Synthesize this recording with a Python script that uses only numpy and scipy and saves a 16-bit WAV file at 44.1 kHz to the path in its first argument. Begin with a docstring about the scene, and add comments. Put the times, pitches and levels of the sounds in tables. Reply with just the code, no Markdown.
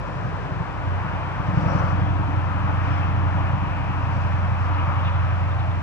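"""A soft roar of tyres and far traffic over low, still air, with the uneven burble of a big eight-cylinder engine.
The engine rolls along at idle some way from a garden; its firings are pulses that ring exhaust resonances.
It comes briefly into the open, then settles into a steadier boom, a cosine at the firing rate; belt-driven
tones waver above it. Faint squeaks, rustles and swells of hiss are shaped from noise.
All is heard through a closely spaced pair of microphone ports, as phase and level differences."""
import sys
import numpy as np
from scipy import signal
from scipy.fft import rfft, irfft
from scipy.io import wavfile
from scipy.ndimage import uniform_filter1d

SR = 44100
rng = np.random.default_rng(int(sys.argv[2]) if len(sys.argv) > 2 else 0)


def unload_audio(sound):
    """Save the sound as a 16-bit wav file, at the path given as the first command line argument."""
    columns = np.transpose(np.atleast_2d(sound))
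    # keep every value between -1 and 1, then stretch to whole-number steps
    steps = np.round(np.clip(columns, -1, 1) * 32767)
    wavfile.write(sys.argv[1], SR, steps.astype(np.int16))


N = 256793
TIME = np.arange(N) / SR  # s
FREQS = np.maximum(np.arange(N // 2 + 1) * SR / N, 1)  # Hz, kept above 0 for logarithms

# In every swell, half_width_s runs from the peak to 13.5 % of it.
# Spectrum of the still air: frequency_hz, relative_density_db
AIR_COLOUR = [(20, -25.5), (38, -17), (55, -2.5), (100, 4), (160, 0.5), (230, -12), (420, -17.5),
              (1000, -28.5), (3500, -33.5), (5500, -41.5), (8000, -48), (10500, -58.5), (12000, -69),
              (15500, -69.5)]
AIR_DB = -33
# Spectrum of the hiss: frequency_hz, relative_density_db
HISS_COLOUR = [(2500, -19.5), (4000, 2.5), (5200, 4.5), (5650, 5.5), (6200, -3), (7800, -8), (9500, -25),
               (12000, -53.5)]
# Faint hiss, strongest while the car is in the open: centre_s, half_width_s, level_db
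HISS_SWELLS = [(.15, 0.93, -64.5), (1.72, 0.35, -55), (2.9, 0.21, -61), (4.173, 0.34, -61.5),
               (4.638, 0.087, -61)]
# Rustles in the garden: centre_s, half_width_s, low_hz, high_hz, level_db
RUSTLES = [(4.745, .015, 3700, 4400, -56), (4.795, .025, 2300, 3000, -45), (5.0, .022, 2600, 3200, -44),
           (5.066, .046, 3280, 3760, -46.5), (5.08, .04, 2100, 2900, -41.5), (5.105, .012, 3600, 4000, -53),
           (5.15, .05, 3300, 3750, -54), (5.52, .02, 3350, 3700, -53), (5.6, .025, 3300, 4100, -51.5),
           (5.71, .018, 3300, 3750, -52.5)]
# Thin squeaks: centre_s, half_width_s, pitch_hz, width_hz of each of two resonances, level_db
SQUEAKS = [(1.702, 0.03, 5590, 130, -55), (1.74, .15, 5575, 50, -61.5), (1.795, 0.014, 5850, 380, -53),
           (2.05, .16, 3300, 350, -55), (2.94, 0.025, 5300, 250, -60), (3.035, 0.028, 2650, 330, -41),
           (3.73, .025, 2300, 250, -42)]

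# Spectrum of tyres and traffic before shaping: frequency_hz, relative_density_db
ROAR_COLOUR = [(150, -6), (240, -7.5), (420, -4.5), (560, -0.5), (760, 0.5), (970, 3.5), (1300, 0),
               (1700, -6), (2050, -10.5), (2500, -10), (3200, -20), (4200, -35.5), (5600, -34), (8000, -64),
               (12000, -76.5)]
# Swells of the roar: centre_s, half_width_s, lift_db, treble_lift_db
ROAR_SWELLS = [(1.168, 0.4, 2.5, 0), (1.74, 0.32, 3.5, -1), (1.796, 0.088, 0.2, -1.5),
               (2.694, 0.054, 2.6, -1.5), (2.943, 0.21, 0.9, 3), (3.42, 0.13, 2, -0.5),
               (4.215, 0.31, 1.2, -1), (4.86, 0.22, 1.2, -0.5), (5.1, 1, 2, 2)]
# Resonant rings from one stretch of road to the next: centre_s, half_width_s, pitch_hz, width_hz, lift_db
ROAR_RINGS = [(.4, 1, 1640, 350, 2.2), (.7, 1.5, 234, 45, 8), (1.72, 0.3, 524, 130, 5),
              (1.79, 0.14, 1260, 360, 4.5), (2.248, .3, 348, 70, 4.5), (2.852, .55, 1305, 220, 3.5),
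              (3.853, 0.67, 957, 110, 2), (3.9, 0.5, 2590, 402, 3.5), (4.935, 0.62, 1230, 270, 4),
              (5.508, .38, 690, 230, 3.5)]
# Path of the road noise: time_s, left_minus_right_db, cancelled_share (below 0 the ground reflection adds)
ROAD_PATH = [(0, 0.8, -1), (1.3, -1, 0.52), (1.75, 2.5, 0.075), (2.3, 1, 0.44), (4, -0.3, 0.57),
             (5.82, -1.5, 1)]
GROUND_DIP_HZ, GROUND_DIP_WIDTH_HZ = 391, 195
ROAR_DB, ROAR_FOLLOWS = -31, 0.78  # base level when nearest, share of the car's level swing

# Microphone ports: frequency_hz, left_lead_rad, left_minus_right_db, direct_power_share (0-1)
PORTS = [(56, 1.98, -2, 1), (90, 1.42, -1.5, 0.9), (164, 1.02, 2.5, 0.66), (310, 1.04, 2.5, 0.88),
         (464, 1.32, 2.5, 0.85), (610, 0.38, 5, 0.53), (920, 0.27, 5, 0.58), (1240, 1.5, 6, 0.24),
         (1750, 0.94, 4, 1), (2240, 1.41, -1, 0.7), (2680, 2.02, 4.5, 0.74), (4400, 2, 1.5, 0.2),
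         (6140, 5.6, 3, 0.1), (8000, 3.1, 0.5, 0.13)]
# Wall echo of the burble: time_s, delay_s, level_db relative to the direct sound
WALL_ECHO = [(0, .0315, -15), (5.82, .0434, -16)]
NEAREST_S, PASS_S = 3.04, 2.06  # nearest point, time to cover its own distance from the garden

# Belt-driven fan and pumps: pitch_hz, relative_level_db when nearest, multiple of the car's level swing
BELT_TONES = [(47.0, -57, 1), (119.9, -38.5, 1), (141.4, -44, 1.5), (162, -52, 1), (192.7, -45, 1.5),
              (212, -55, 4), (260, -55, 2), (283.2, -46.5, 3.5), (298.6, -51, 3), (306, -54, 2.5),
              (353, -58, 2), (376.3, -61, 1)]
BELT_DB, SCREENED_DB = 0.5, -4  # offset of all belt tones, further offset while screened
EMERGE_S, EMERGE_LENGTH_S = 1.4, 0.16  # middle and time scale of coming into the open

# Engine speed: time_s, four_stroke_cycles_per_s
SPEED = [(0, 11.32), (.8, 11.32), (1.25, 11.45), (1.5, 11.41), (1.8, 11.25), (2.6, 11.225), (3.4, 11.19),
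         (3.9, 11.155), (5.82, 11.155)]
# Strength of the eight firings of one cycle, in order: level_db
CYLINDER_DB = [-.5, -8.1, -3.5, -6.2, -3.4, -3.7, -8.4, -5.4]
FIRST_FIRING = .857  # cycles
# Hollow drone of the silencer, before its waver: time_s, level_db
DRONE = [(0, -49.5), (1.2, -49.5), (1.65, -36), (1.87, -43), (2.1, -38), (2.42, -37.5), (2.56, -50.5),
         (2.75, -40), (3.2, -39.5), (3.47, -52.5), (3.85, -38), (4.5, -58.5), (4.7, -39.5), (5, -56.5),
         (5.82, -48.5)]
DRONE_HZ, DRONE_WIDTH_HZ = 287, 30
# Exhaust resonances: pitch_hz, width_hz, relative_level_db, share of the brightness that lifts it
EXHAUST = [(109.5, 15, -3.1, 0), (146, 16, -12.6, .3), (151, 50, -11.4, 1), (192, 15, -11, 1.1)]
# Exhaust burble before a common offset: time_s, relative_level_db
BURBLE = [(0, -34), (.15, -39), (.26, -28), (.42, -39), (.53, -28.5), (.61, -30), (.7, -42.5), (.97, -39.5),
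          (1.06, -30.5), (1.15, -32), (1.24, -39.5), (1.32, -30.5), (1.44, -30), (1.58, -21), (1.75, -23.5),
          (1.95, -24.5), (2.15, -26), (2.45, -30.5), (3.45, -28.5), (3.95, -31.5), (4.45, -26.5),
          (4.85, -32), (5.05, -28), (5.82, -29.5)]
BURBLE_DB, SILENCER_HZ = -0.5, 225  # common offset, silencer cutoff
OPEN_S, OPEN_HALF_WIDTH_S, OPEN_BRIGHT_DB = 1.68, 0.36, 7.5  # brightest in the open
BRIGHT_DB, TURN_S, DULLING_DB_PER_S = 1.2, 3.55, 4.5  # duller once the tailpipe turns away
# Hum: engine_order (multiple of the cycle rate), level_db relative to HUM_DB
HUM_ORDERS = [(5, 9.5), (6, -7.5), (7, -18)]
HUM_DB = -42.5  # reference when nearest
# Boom at the firing rate, before its waver: time_s, level_db
BOOM = [(0.1, -46), (0.2, -45), (0.42, -40), (0.65, -36), (0.74, -55), (0.88, -25), (0.96, -25),
        (1.05, -40), (1.17, -27), (1.3, -36), (1.55, -30.5), (2.0, -24), (2.6, -26), (3.3, -22),
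        (3.75, -28), (4.4, -23), (4.9, -23.5), (5.3, -22), (5.8, -25.5)]
CUTOFF_HZ = 15700


def from_db(db):
    """Amplitude ratio: 20 dB is a factor of ten."""
    return 10 ** (np.asarray(db) / 20)


def rms_one(x):
    """Normalization by the root of the mean power."""
    return x / np.sqrt(np.mean(x ** 2) + 1e-20)


def levelled(x):
    """Short-term power normalization over 1/3 s, about four engine cycles; the throb within them stays."""
    return x / np.sqrt(np.abs(uniform_filter1d(x ** 2, size=SR // 3)) + 1e-20)


def in_time(rows):
    """Linear interpolation of a table's columns at every sample."""
    s, *columns = np.transpose(rows)
    return [np.interp(TIME, s, c) for c in columns]


def in_frequency(rows):
    """Interpolation of a table's columns along logarithmic frequency."""
    hz, *columns = np.transpose(rows)
    return [np.interp(np.log(FREQS), np.log(hz), c) for c in columns]


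def swell(centre_s, half_width_s):
    """Gaussian envelope: a smooth rise and fall, 1 at its middle."""
    return np.exp(-2 * ((TIME - centre_s) / half_width_s) ** 2)


def drift(rate_hz):
    """Low-passed random fluctuation with rms 1."""
    white = rfft(rng.standard_normal(N))
    return rms_one(irfft(white / (1 + (FREQS / rate_hz) ** 2), N))


def resonance(x, hz, width_hz):
    """Two-pole resonance: damping sets the bandwidth; the peak gain is 1."""
    r = np.exp(-np.pi * width_hz / SR)
    zeros = np.array([1, 0, -1]) * (1 - r * r) / 2
    poles = [1, -2 * r * np.cos(2 * np.pi * hz / SR), r * r]
    return signal.lfilter(zeros, poles, x)


def nearness_db():
    """Inverse-square spreading along a straight road, 0 dB at the nearest point."""
    return -10 * np.log10(1 + ((TIME - NEAREST_S) / PASS_S) ** 2)


def ports(spectrum):
    """Interaural-like cues: phase lead and level difference between the ports vary with frequency."""
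    lead_rad, balance_db, _ = in_frequency(PORTS)
    half = np.array([[1], [-1]]) / 2
    return irfft(spectrum * np.exp(1j * half * lead_rad) * from_db(half * balance_db), N)


def outdoor_noise(colour):
    """Partial coherence: shared direct noise plus independent scattered noise, rms 1."""
    direct = np.clip(in_frequency(PORTS)[2], 0, 1)
    white = rfft(rng.standard_normal((3, N)))
    field = np.sqrt(direct) * white[0] + np.sqrt(1 - direct) * white[1:]
    return rms_one(ports(field * from_db(in_frequency(colour)[0])))


def still_air():
    """Stationary broadband noise, weighted toward the bass."""
    return from_db(AIR_DB) * outdoor_noise(AIR_COLOUR)


def hiss(flutter_db):
    """Amplitude modulation of noise: soft swells flutter like a rustle."""
    level = sum(from_db(db) * swell(s, width) for s, width, db in HISS_SWELLS)
    return level * from_db(flutter_db * drift(35)) * outdoor_noise(HISS_COLOUR)


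def rustles(grain_db, grain_hz):
    """Band-passed noise with random amplitude modulation: short, grainy brushes."""
    grain = rms_one(from_db(grain_db * drift(grain_hz)))
    white = rng.standard_normal(N) * grain
    out = np.zeros(N)
    for s, width, low, high, db in RUSTLES:
        band = signal.sosfilt(signal.butter(3, [low, high], "band", fs=SR, output="sos"), white)
        out += from_db(db) * swell(s, width) * rms_one(band)
    return out


def squeaks():
    """Selective resonance: noise through two narrow resonators gives each squeak its pitch."""
    out = np.zeros(N)
    for s, half_width, hz, width_hz, db in SQUEAKS:
        once = resonance(rng.standard_normal(N), hz, width_hz)
        whistle = rms_one(resonance(once, hz, width_hz))
        out += from_db(db) * swell(s, half_width) * whistle
    return out


def roar(bright_db, bright_hz, shimmer):
    """Interference and resonance in broadband tyre and traffic noise; the lawn reflection alters its low middle."""
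    level_db = ROAR_DB + ROAR_FOLLOWS * nearness_db()
    treble_db = bright_db
    for s, width, lift_db, treble_lift_db in ROAR_SWELLS:
        level_db = level_db + lift_db * swell(s, width)
        treble_db = treble_db + treble_lift_db * swell(s, width)
    pan_db, cancelled = in_time(ROAD_PATH)
    noise = outdoor_noise(ROAR_COLOUR)
    treble = irfft(rfft(noise) / (1 + (bright_hz / FREQS) ** 8), N)
    coloured = noise + (from_db(treble_db) - 1) * treble
    coloured -= cancelled * resonance(noise, GROUND_DIP_HZ, GROUND_DIP_WIDTH_HZ)
    for s, half_width, hz, width_hz, db in ROAR_RINGS:
        coloured += (from_db(db) - 1) * swell(s, half_width) * resonance(noise, hz, width_hz)
    # moving air changes each band in its own time
    for hz in np.geomspace(600, 3600, 6):
        coloured += shimmer * drift(14.0) * resonance(noise, hz, hz / 3)
    return from_db(level_db + pan_db * [[.5], [-.5]]) * coloured


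def engine_tone(cycle, level_db, waver_db, order):
    """Harmonic motion: a multiple of the cycle phase gives an almost pure tone."""
    amplitude = np.sqrt(2) * from_db(level_db + waver_db * drift(4))
    return -amplitude * np.cos(2 * np.pi * order * cycle)


def belt_tones(waver_db, wander_hz):
    """Beating of nearby frequencies: fan and pumps turn out of step with the firings."""
    # screened until the car comes into the open
    screen_db = SCREENED_DB * (1 - np.tanh((TIME - EMERGE_S) / EMERGE_LENGTH_S)) / 2
    out = np.zeros(N)
    for hz, db, follows in BELT_TONES:
        turns = np.cumsum(hz + wander_hz * drift(2.03)) / SR + rng.random()
        level_db = BELT_DB + db + screen_db + follows * nearness_db()
        out += engine_tone(turns, level_db, waver_db, order=1)
    return out


def firings(cycle, uneven_db, jitter_s, even_share):
    """Periodic impulsive excitation: firings vary in strength and timing, with most even flow removed."""
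    cylinders = len(CYLINDER_DB)
    number = np.floor(cycle * cylinders).astype(int)
    at = np.flatnonzero(np.diff(number)) + 1
    chance = rng.standard_normal((len(at), 2))
    strength = from_db(np.array(CYLINDER_DB)[number[at] % cylinders] + uneven_db * chance[:, 0])
    shifted = at + (jitter_s * SR * chance[:, 1]).astype(int)
    pulses = np.zeros(N)
    pulses[np.clip(shifted, 0, N - 1)] = strength - even_share * np.mean(strength)
    return pulses


def puffs(pulses, rough, puff_s):
    """Turbulence noise: each pulse trails a decaying puff of gas; silencer and distance leave the lows."""
    fade = np.exp(-1 / (puff_s * SR))
    gas = signal.lfilter([np.sqrt(1 - fade ** 2)], [1, -fade], pulses)
    muffle = signal.butter(2, 900, fs=SR, output="sos")
    return signal.sosfilt(muffle, pulses + rough * gas * rng.standard_normal(N))


def drone(pulses, waver_db):
    """Cavity resonance: the silencer filters the puffs into a hollow drone that comes and goes."""
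    once = resonance(pulses, DRONE_HZ, DRONE_WIDTH_HZ)
    hollow = resonance(once, DRONE_HZ, 2 * DRONE_WIDTH_HZ)
    return from_db(in_time(DRONE)[0] + waver_db * drift(3.4)) * levelled(hollow)


def burble(pulses):
    """Pipe resonance: the firings ring the exhaust, and the silencer rounds each beat by low-passing it."""
    open_db = OPEN_BRIGHT_DB * swell(OPEN_S, OPEN_HALF_WIDTH_S)
    bright_db = BRIGHT_DB + open_db - DULLING_DB_PER_S * np.maximum(TIME - TURN_S, 0)
    pulses = signal.sosfilt(signal.butter(2, 90, "high", fs=SR, output="sos"), pulses)
    pipe = np.zeros(N)
    for k, (hz, width_hz, db, share) in enumerate(EXHAUST):
        sign = (-1) ** k  # neighbouring resonances are opposite in phase
        pipe += sign * from_db(db + share * bright_db) * resonance(pulses, hz, width_hz)
    rounded = irfft(rfft(pipe) / np.sqrt(1 + (FREQS / SILENCER_HZ) ** 16), N)
    return from_db(in_time(BURBLE)[0] + BURBLE_DB) * levelled(rounded)


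def with_wall(x):
    """Comb interference: a house-wall echo with a sliding delay makes single orders wax and wane."""
    delay_s, echo_db = in_time(WALL_ECHO)
    echo = from_db(echo_db)
    return (x + echo * np.interp(TIME - delay_s, TIME, x)) / np.sqrt(1 + echo ** 2)


def engine():
    """Common periodicity: boom, hum, burble and drone share the crank phase; belt tones turn independently."""
    cycle = np.cumsum(in_time(SPEED)[0]) / SR - FIRST_FIRING
    pulses = firings(cycle, uneven_db=.35, jitter_s=.00007, even_share=.9)
    boom = engine_tone(cycle, in_time(BOOM)[0], waver_db=.3, order=8)
    hum = sum(engine_tone(cycle, HUM_DB + nearness_db() + db, waver_db=-1.0, order=round(order))
              for order, db in HUM_ORDERS)
    exhaust = with_wall(burble(puffs(pulses, rough=.12, puff_s=.005)))
    silencer = drone(puffs(pulses, rough=1.47, puff_s=0.056), waver_db=-1.5)
    return boom + hum + exhaust + silencer + belt_tones(waver_db=3.5, wander_hz=0.34)


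def scene():
    """Superposition of still air, hiss and road noise with the engine and small sounds."""
    ease = np.minimum(np.minimum(TIME, TIME[-1] - TIME) / .004, 1)  # 4 ms fades at both ends
    background = still_air() + hiss(flutter_db=2.0) + roar(bright_db=0.4, bright_hz=1820, shimmer=0.034)
    small_sounds = rustles(grain_db=2, grain_hz=130) + squeaks()
    return background + ports(rfft(ease * engine() + small_sounds))


def record(dry):
    """Band limitation: a steep low-pass filter cuts the top."""
    return signal.sosfilt(signal.cheby2(12, 70, CUTOFF_HZ, fs=SR, output="sos"), dry)


dry = scene()
out = record(dry)
unload_audio(out)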